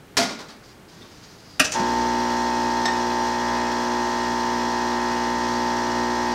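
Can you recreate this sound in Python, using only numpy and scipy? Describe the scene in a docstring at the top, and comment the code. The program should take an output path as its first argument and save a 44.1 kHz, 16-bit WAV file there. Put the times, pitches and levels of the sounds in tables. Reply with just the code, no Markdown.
"""A small kitchen with hard walls and a quiet room tone, espresso machine in front; the pump is heard dry, as if close.
A glass lands on the steel drip tray, rocks and is slid into place: struck modes, coloured hiss and squeaks.
The brew lever clacks up, switches snap and the vibration pump starts, one piston stroke per mains cycle:
harmonics hum in the casing and buzz in its panels, taps rattle the fittings and water churns as coloured noise.
The lifted glass clinks against the filter holder."""
import sys
import numpy as np
from scipy import signal
from scipy.fft import rfft, irfft
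from scipy.io import wavfile
from scipy.ndimage import uniform_filter1d

SR = 44100
rng = np.random.default_rng(int(sys.argv[2]) if len(sys.argv) > 2 else 0)


def waveform_to_disk(signal):
    """Save audio, clipped to [-1, 1], as 16-bit WAV at the path in sys.argv[1]."""
    frames = np.transpose(np.atleast_2d(signal))
    scaled = np.clip(frames, -1, 1) * 32767
    samples = np.round(scaled).astype(np.int16)
    wavfile.write(sys.argv[1], SR, samples)


N = 279594
TIME = np.arange(N) / SR
TAIL = TIME[:SR * 3 // 4]   # time axis of every ring: 0.75 s


def from_db(db):
    """Decibels to amplitude."""
    return 10 ** (np.asarray(db) / 20)


def rms_one(x):
    """Scaled to rms 1 over its whole length."""
    return x / np.sqrt(np.mean(x ** 2) + 1e-20)


def steady(x):
    """Scaled to a running rms of 1 over half a second."""
    return x / np.sqrt(uniform_filter1d(x ** 2, size=SR // 2))


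def ramp(start_s, length_s):
    """Rises evenly from 0 to 1, starting at start_s."""
    return np.clip((TIME - start_s) / length_s, 0, 1)


def dying(t60_s):
    """Falls 60 dB in t60_s."""
    return from_db(-60 * TAIL / t60_s)


def swelling(swell_s):
    """Smooth rise from 0 to 1 of a body that takes up a blow slowly."""
    return 1 - np.exp(-(TAIL / swell_s) ** 2)


def drift(rate_hz):
    """Smooth chance with spread near 1, renewed rate_hz times a second."""
    steps = rng.standard_normal(2048)
    return np.interp(TIME * rate_hz, np.arange(len(steps)), steps)


def noise(spectrum, size):
    """Noise of rms 1 with the given colour, cut away below the first row."""
    hz, db = np.transpose(spectrum)
    bins_hz = np.fft.rfftfreq(size, 1 / SR) + 1   # 1 Hz up, to avoid log of zero
    colour = from_db(np.interp(np.log(bins_hz), np.log(hz), db))
    low_cut = 1 / np.sqrt(1 + (hz[0] / 2 / bins_hz) ** 6)
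    return rms_one(irfft(rfft(rng.standard_normal(size)) * colour * low_cut, size))


def resonate(x, hz, width_hz):
    """One resonance driven by x, scaled to rms 1."""
    radius = np.exp(-np.pi * width_hz / SR)
    poles = [1, -2 * radius * np.cos(2 * np.pi * hz / SR), radius * radius]
    return rms_one(signal.lfilter([1, 0, -1], poles, x))


def dense_ring(spectrum, t60_s, damping):
    """Crowded modes as noise dying octave by octave, the high ones sooner; t60_s holds at 1 kHz."""
    size = len(TAIL)
    whole = rfft(noise(spectrum, size))
    octave = np.log2(np.clip(np.fft.rfftfreq(size, 1 / SR), 125, 16000) / 1000)
    out = np.zeros(size)
    for k in range(-3, 5):
        weight = np.maximum(1 - np.abs(octave - k), 0)   # overlapping triangles, one octave apart
        out += irfft(whole * weight, size) * dying(t60_s * 2 ** (-damping * k))
    return out


def clear_ring(modes, longest_t60_s, uneven_db):
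    """Single modes as dying sines, each struck with a strength and sign of its own."""
    hz, db, t60_s = np.transpose(modes)
    total = np.sqrt(np.sum(from_db(db) ** 2) / 2)
    gains = from_db(db + uneven_db * rng.standard_normal(len(hz))) / total
    gains = gains * rng.choice([-1, 1], len(hz))
    out = np.zeros(len(TAIL))
    for gain, f, t60 in zip(gains, hz, t60_s):
        out += gain * np.sin(2 * np.pi * f * TAIL) * dying(min(t60, longest_t60_s))
    return out


def tilted(table, bright_db):
    """Levels tilted by bright_db an octave about 3 kHz."""
    rows = np.array(table, float)
    rows[:, 1] += bright_db * np.log2(np.clip(rows[:, 0], 200, 12000) / 3000)
    return rows


def add(track, start_s, sound):
    """Lay a sound into the track at start_s."""
    start = round(start_s * SR)
    track[start:start + len(sound)] += sound[:N - start]


def blows(hits, spectrum, modes, t60_s, damping, modes_db, longest_t60_s):
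    """Each contact rings crowded and clear modes of the body, with a brightness of its own."""
    out = np.zeros(N)
    for start_s, level_db, bright_db in hits:
        crowd = dense_ring(tilted(spectrum, bright_db), t60_s, damping)
        notes = clear_ring(tilted(modes, bright_db), longest_t60_s, uneven_db=2.5)
        add(out, start_s, from_db(level_db) * (crowd + from_db(modes_db) * notes))
    return out


def kitchen(x, wet_db, first_echo_s=0.0034):
    """The place: a short diffuse tail off hard walls, added to the direct sound."""
    tail = dense_ring([(100, -3), (300, 0), (6000, -1), (15000, -10)], t60_s=0.52, damping=0.1)
    tail = tail * (TAIL > first_echo_s)
    return x + from_db(wet_db) * signal.fftconvolve(x, tail / np.linalg.norm(tail))[:N]


# colour of the quiet kitchen: pitch_hz, level_db (per Hz)
ROOM_COLOUR = [(15, -42), (25, -6.5), (122, 5), (340, 0.5), (433, -0.5), (509, -5), (895, -6.5), (997, -9),
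               (1270, -9), (1410, -8.5), (2700, -15), (8580, -24.5), (15500, -29.5)]


def room_tone(level_db=-47.5):
    """Steady coloured noise behind everything."""
    return from_db(level_db) * noise(ROOM_COLOUR, size=N)


# the glass rocks on its base, weaker each time, and its rim touches twice in every rock
ROCK_START_S, ROCK_PERIOD_S, ROCK_DB, ROCK_LOSS_DB, ROCK_BRIGHT_DB = 0.293, 0.096, -33, 4, -0.5
RETOUCH_S, RETOUCH_LOSS_DB = 0.015, 0


def rocking(count=3):
    """Contacts of the rocking glass: evenly spaced pairs that die away."""
    contacts = []
    for k in range(count):
        for again in (0, 1):
            start_s = ROCK_START_S + k * ROCK_PERIOD_S + again * RETOUCH_S
            level_db = ROCK_DB - k * ROCK_LOSS_DB - again * RETOUCH_LOSS_DB
            contacts.append((start_s, level_db, ROCK_BRIGHT_DB))
    return contacts


# fingers nudge the glass into place with faint ticks at uneven moments
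NUDGE_FROM_S, NUDGE_TO_S, NUDGE_DB, NUDGE_BRIGHT_DB = 0.95, 1.12, -52.5, -1.5


def nudges(count=8, uneven_db=3.0):
    """Faint contacts, one at a chance moment in each equal share of the nudging time."""
    step_s = (NUDGE_TO_S - NUDGE_FROM_S) / count
    contacts = []
    for k, (late, strength) in enumerate(rng.random((count, 2))):
        level_db = NUDGE_DB + uneven_db * (2 * strength - 1)
        contacts.append((NUDGE_FROM_S + step_s * (k + late), level_db, NUDGE_BRIGHT_DB))
    return contacts


# glass landing on the tray: start_s, level_db, brightness_db_per_octave
LANDING_HITS = [(0.169, -16, 2), (0.1746, -17, 2.5), (0.185, -27.5, -7), (0.196, -31, 5),
                (0.215, -22, -2.5), (0.227, -25.5, 2.5)]
# clear notes of the steel grid: pitch_hz, level_db, t60_s (before the cap)
GRID_MODES = [(1423, 3, 0.42), (1880, -5, 0.63), (2270, 5, 0.12), (3200, -18, 0.34), (3640, -13, 0.27),
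              (3970, -3, 0.19), (4300, -12, 0.32), (5030, 3, 0.47), (6100, -1, 0.26), (8260, -14, 0.28)]
# crowded modes of the grid: pitch_hz, level_db (per Hz)
GRID_CLATTER = [(50, -40), (240, -5.5), (380, -7), (500, -9), (1000, -8.5), (1400, -10), (1600, -10.5),
                (2200, -12), (2800, -16), (4000, -11.5), (5100, -11), (7000, -19.5), (10000, -29.5),
                (15500, -43)]


def tray_clatter():
    """Landing, rocking and nudging contacts all ring the steel grid."""
    hits = LANDING_HITS + rocking() + nudges()
    return blows(hits, GRID_CLATTER, GRID_MODES, t60_s=0.22, damping=0.12,
                 modes_db=-17.5, longest_t60_s=0.43)


# low notes of the hollow pan under the grid: pitch_hz, level_db, t60_s, swell_s
PAN_NOTES = [(256, -14.5, 0.19, 0.016), (686, -1.5, 0.15, 0.035)]


def pan_boom():
    """The steel pan takes up the blow slowly and rings with a few low notes."""
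    out = np.zeros(N)
    start_s = LANDING_HITS[1][0]
    for hz, db, t60_s, swell_s in PAN_NOTES:
        note = np.sin(2 * np.pi * hz * TAIL) * dying(t60_s) * swelling(swell_s)
        add(out, start_s, from_db(db) * note)
    return out


# squeaks as the glass slips: start_s (the middle), pitch_hz, level_db (at the peak), length_s
GLASS_SQUEAKS = [(1.026, 3650, -50, 0.015), (1.068, 3400, -58, .008), (1.53, 4830, -53.5, .06)]


def glass_squeaks(width_hz=220):
    """Each slip is a narrow band of noise that swells and fades."""
    out = np.zeros(N)
    for middle_s, hz, db, length_s in GLASS_SQUEAKS:
        envelope = np.exp(-((TIME - middle_s) / length_s) ** 2)
        out += from_db(db) * envelope * resonate(rng.standard_normal(N), hz, width_hz)
    return out


# pushes that slide the glass over the grid: start_s, length_s, level_db (before slide_db and grip)
GLASS_PUSHES = [(0.622, 0.098, -52), (0.872, 0.37, -52.5), (1.225, 0.13, -50), (1.36, 0.29, -53)]
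# colour of glass sliding on steel: pitch_hz, level_db (per Hz)
SLIDE_HISS = [(500, -11), (1200, -6), (2700, -8.5), (3700, -5), (4400, -2), (4950, 0.5), (5400, -3.5),
              (6600, -6), (8000, -17), (12000, -35)]


def glass_slide(slide_db=-1.5, grip_db=1.5, ease_s=0.02):
    """Friction hiss during each push, flickering as the grip varies."""
    sliding = np.zeros(N)
    for start_s, length_s, db in GLASS_PUSHES:
        sliding += from_db(db) * (ramp(start_s, ease_s) - ramp(start_s + length_s, ease_s))
    grip = from_db(slide_db + grip_db * drift(71.1))
    return sliding * grip * noise(SLIDE_HISS, size=N)


# lever striking its stop and rebounding: start_s, level_db, brightness_db_per_octave
LEVER_STRIKES = [(1.5955, -14.5, 3.5), (1.598, -10, 2.5), (1.602, -14.5, -1.5), (1.607, -21.5, -3.5),
                 (1.618, -33, -10)]
# clear notes of the lever: pitch_hz, level_db, t60_s (before the cap)
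LEVER_NOTES = [(286, -0.5, 0.19), (615, 0, 0.39), (1386, 6.5, 0.16), (1879, -2.5, 0.27), (2500, -18, 0.091),
               (2940, -15, 0.19), (3666, -33, 1.0), (4760, -20, 5.0), (5140, -26, 0.86), (6190, -12, 0.031),
               (6300, -22, 0.28), (7250, -8, 0.43)]
# crowded modes of the clack: pitch_hz, level_db (per Hz)
LEVER_CROWD = [(59, -54), (100, -32), (275, 0), (429, -24), (614, -2.5), (998, -24), (1210, -5), (1430, 2),
               (2130, -15), (2630, 4), (3180, -15), (6000, -12), (6530, -20.5), (9950, -22), (15500, -41)]


def brew_lever():
    """The lever clacks against its stop, each rebound ringing it again."""
    return blows(LEVER_STRIKES, LEVER_CROWD, LEVER_NOTES, t60_s=0.11, damping=0.12,
                 modes_db=-13, longest_t60_s=0.16)


# valve and pump switch snapping: start_s, level_db, brightness_db_per_octave
SNAPS = [(1.644, -25, -8), (1.6485, -24, -5.5), (1.7175, -35, 8), (1.721, -25, -7.5), (1.738, -26.5, -8),
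         (1.794, -31, -10)]
# clear notes of the snap: pitch_hz, level_db, t60_s (before the cap)
SNAP_NOTES = [(5330, -6, 0.074), (6000, 0, 0.077), (6100, 1, 0.079), (6950, 1, 0.097), (7600, -9, 0.098),
              (8700, -12, .12)]
# crowded modes of the snap: pitch_hz, level_db (per Hz)
SNAP_CROWD = [(100, -40), (1000, -21.5), (3500, -10), (6000, 2.5), (7500, -1), (10000, -11), (15500, -27)]


def switches():
    """Valve and pump switch snap, with high, very short notes."""
    return blows(SNAPS, SNAP_CROWD, SNAP_NOTES, t60_s=0.18, damping=0.18,
                 modes_db=-3.5, longest_t60_s=0.039)


# glass against the filter holder: start_s, level_db, brightness_db_per_octave
CLINK_CONTACTS = [(2.8555, -21.5, -1.5), (2.859, -23.5, 1), (2.881, -24.5, -4)]
# clear notes of the glass: pitch_hz, level_db, t60_s (before the cap)
GLASS_NOTES = [(1824, 3, 0.11), (3720, -8, 0.15), (5350, -2, 0.1), (6180, -7, 0.071), (7240, -17, .06),
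               (7900, -16, 0.11)]
# crowded modes of the tick: pitch_hz, level_db (per Hz)
TICK_CROWD = [(100, -38), (500, 5), (1000, 9), (2500, -3), (4000, 11), (7000, -26), (10000, -17),
              (15500, -29)]


def glass_clink():
    """The lifted glass touches the filter holder: ticks with short glassy notes."""
    return blows(CLINK_CONTACTS, TICK_CROWD, GLASS_NOTES, t60_s=0.056, damping=0.12,
                 modes_db=1.5, longest_t60_s=0.13)


PUMP_START_S, MAINS_HZ = 1.745, 60   # one piston stroke per mains cycle
# when each part answers within a stroke: piston knocks, panels start to ring, casing swings back
KNOCK_MS, PANEL_MS, CASING_MS = 5.35, 0.32, 11.88
FIRST_KNOCK_ORDER, FIRST_PANEL_ORDER = 8, 13
SMEAR_MS_PER_ORDER = 3.8   # sheet metal carries each pitch at its own speed
# around this harmonic the casing lets its lower notes come later
CASING_ORDER, CASING_SMEAR_MS_PER_ORDER = 5, 2.6
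SCATTER_TURNS = 0.076   # unevenness of the delay at the lowest panel harmonic; it grows with pitch


def stroke_delay(order):
    """Delay of one harmonic after the start of the stroke, in turns of that harmonic."""
    if order < FIRST_KNOCK_ORDER:
        ms = CASING_MS - CASING_SMEAR_MS_PER_ORDER * (order - CASING_ORDER) ** 2 / (2 * order)
    elif order < FIRST_PANEL_ORDER:
        ms = KNOCK_MS
    else:
        ms = PANEL_MS + SMEAR_MS_PER_ORDER * (order - FIRST_PANEL_ORDER) ** 2 / (2 * order)
    turns = order * MAINS_HZ * ms / 1000
    return turns + SCATTER_TURNS * (order / FIRST_PANEL_ORDER) ** 2 * rng.standard_normal()


# the casing hums hard while the pump runs free, settles, then grows slowly with the pressure
HUM_DB, FREE_RUN_DB, SETTLE_S, PRESSURE_DB_PER_S = -31, 5, 1.0, 0.7
CASING_RISE_S = 0.028   # the heavy casing takes a moment to get going
# the panels buzz with a kick at the start and a little less under load
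BUZZ_DB, KICK_DB, KICK_S, LOAD_LOSS_DB = -24, 2.5, 0.12, 1.12
LOAD_FROM_S, LOAD_TO_S = 3.27, 3.52   # the group fills and the coffee begins to resist
# while the group is filling, the harmonics on either side of the main panel note are weaker
MAIN_ORDER, FILLING_BELOW_DB, FILLING_ABOVE_DB = 15, -2.7, -4
WHINE_ORDER, WHINE_DB = 70, -52.5   # one fitting sings along with this harmonic of the stroke
# stroke harmonics once the coffee resists: order (multiple of the stroke rate), level_db (relative)
STROKE_HARMONICS = [(1, -17), (2, -17), (3, -18), (4, -2), (5, -11), (6, -4), (7, -22), (8, -14), (9, -13),
                    (10, -13), (11, -13), (12, -21), (13, -10), (14, -6), (15, 0), (16, -4), (17, -7),
                    (18, -14), (19, -20), (20, -15), (21, -20), (22, -14), (23, -27), (24, -21), (25, -19),
                    (26, -19), (27, -14), (28, -15), (29, -18), (30, -16), (31, -10), (32, -22), (33, -19),
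                    (34, -24), (35, -22), (36, -25), (37, -28), (38, -26)]


def pump_hum(age_s, waver_db=1.16, wander_ms=0.061):
    """Stroke harmonics: the lowest shake the casing, the rest buzz in its panels and fill out under load."""
    load = ramp(LOAD_FROM_S, LOAD_TO_S - LOAD_FROM_S)
    hum_db = HUM_DB + FREE_RUN_DB * np.exp(-age_s / SETTLE_S) + PRESSURE_DB_PER_S * age_s
    buzz_db = BUZZ_DB + KICK_DB * np.exp(-age_s / KICK_S) - LOAD_LOSS_DB * load
    lag_s = wander_ms * drift(25) / 1000   # strokes come a fraction of a millisecond early or late
    hum, buzz = np.zeros(N), np.zeros(N)
    for order, db in STROKE_HARMONICS:
        filling_db = FILLING_BELOW_DB * (order < MAIN_ORDER) + FILLING_ABOVE_DB * (order > MAIN_ORDER)
        level = from_db(db + (1 - load) * filling_db + waver_db * drift(6.5))
        turns = order * MAINS_HZ * (TIME + lag_s) - stroke_delay(order)
        tone = level * np.sin(2 * np.pi * turns)
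        if order < FIRST_KNOCK_ORDER:
            hum += tone
        else:
            buzz += tone
    casing = from_db(hum_db) * (1 - np.exp(-age_s / CASING_RISE_S)) * steady(hum)
    panels = from_db(buzz_db) * steady(buzz)
    whine = from_db(WHINE_DB + waver_db * drift(7)) * np.sin(2 * np.pi * WHINE_ORDER * MAINS_HZ * TIME)
    return casing + panels + whine


# crowded modes of the tapped fittings: pitch_hz, level_db (per Hz)
FITTINGS_COLOUR = [(1500, -53), (2300, -8), (2700, -2.5), (3100, -1.5), (3700, -1.5), (4400, -0.5),
                   (5500, 2), (5950, -16), (6400, -11), (7300, -8), (9500, -21), (15500, -24.5)]
# thin panels and fittings: pitch_hz, width_hz, level_db
PANEL_RESONANCES = [(2535, 9, -2.5), (2913, 5.3, -5), (3370, 16, -3.5), (4160, 45, 2), (4665, 13, 1),
                    (4946, 46, -2.5), (5730, 20, -0.5), (6160, 33, -3)]


def pump_rattle(jitter_ms=0.02, uneven_db=1.0, panels_db=-8, flow_share=0.89):
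    """Every stroke taps the fittings, never quite alike; taps and rushing water ring the thin panels."""
    strokes_s = np.arange(0, TIME[-1] - 1 / MAINS_HZ, 1 / MAINS_HZ)
    late, strength = rng.standard_normal((len(strokes_s), 2)).T
    taps_s = np.abs(strokes_s + jitter_ms * late / 1000)
    taps = np.zeros(N)
    taps[np.round(taps_s * SR).astype(int)] = from_db(uneven_db * strength)
    ring = dense_ring(FITTINGS_COLOUR, t60_s=0.18, damping=0.049)
    fittings = rms_one(signal.fftconvolve(taps, ring)[:N])
    drive = rms_one(taps) + flow_share * rng.standard_normal(N)
    panels = sum(from_db(db) * resonate(drive, hz, width) for hz, width, db in PANEL_RESONANCES)
    return fittings + from_db(panels_db) * panels


# water in the pump: pitch_hz, level_db (per Hz)
WATER_COLOUR = [(30, -24), (100, -46), (250, -3.5), (720, -7.5), (900, -8), (1100, -7), (1400, -14),
                (1800, -7.5), (2200, -17), (4500, -17), (5700, -11.5), (7000, -21), (9500, -38.5),
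                (15500, -53)]


def pump_water(surge=0.07):
    """Churning water: coloured noise that surges with each stroke."""
    return noise(WATER_COLOUR, size=N) * (1 + surge * np.sin(2 * np.pi * MAINS_HZ * TIME))


# the pump jolts once on its mounts as it takes up pressure
JOLT_S, JOLT_HZ, JOLT_DB, JOLT_T60_S, JOLT_SWELL_S = 1.795, 205, -18.5, 0.14, 0.0054


def pump(rattle_db=-41, churn_db=-35, inside_waver_db=0.26, rise_s=0.0071):
    """The main source: hum, rattle and water come up together, with one low jolt on the mounts."""
    age_s = np.maximum(TIME - PUMP_START_S, 0)
    running = 1 - np.exp(-age_s / rise_s)
    inside = from_db(rattle_db) * pump_rattle() + from_db(churn_db) * pump_water()
    inside = inside * from_db(inside_waver_db * drift(11))
    out = running * (pump_hum(age_s) + inside)
    jolt = np.sin(2 * np.pi * JOLT_HZ * TAIL) * dying(JOLT_T60_S) * swelling(JOLT_SWELL_S)
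    add(out, JOLT_S, from_db(JOLT_DB) * jolt)
    return out


def scene():
    """Glass, lever and switches with the walls around them, the pump dry, over the quiet of the kitchen."""
    glass_on_grid = tray_clatter() + glass_squeaks() + glass_slide()
    tray = kitchen(glass_on_grid, wet_db=-9.0) + kitchen(pan_boom(), wet_db=-23.0)
    machine = kitchen(brew_lever() + switches() + glass_clink(), wet_db=-11.5)
    return (room_tone() + tray + machine + pump())[None]


def record(dry, cutoff_hz=15750):
    """At the microphone the tallest peaks are rounded off and the top is cut steeply."""
    rounded = dry / (1 + (dry / 0.7) ** 6) ** (1 / 6)
    return signal.sosfilt(signal.ellip(12, 0.1, 90, cutoff_hz, fs=SR, output="sos"), rounded)


dry = scene()
out = record(dry)
waveform_to_disk(out)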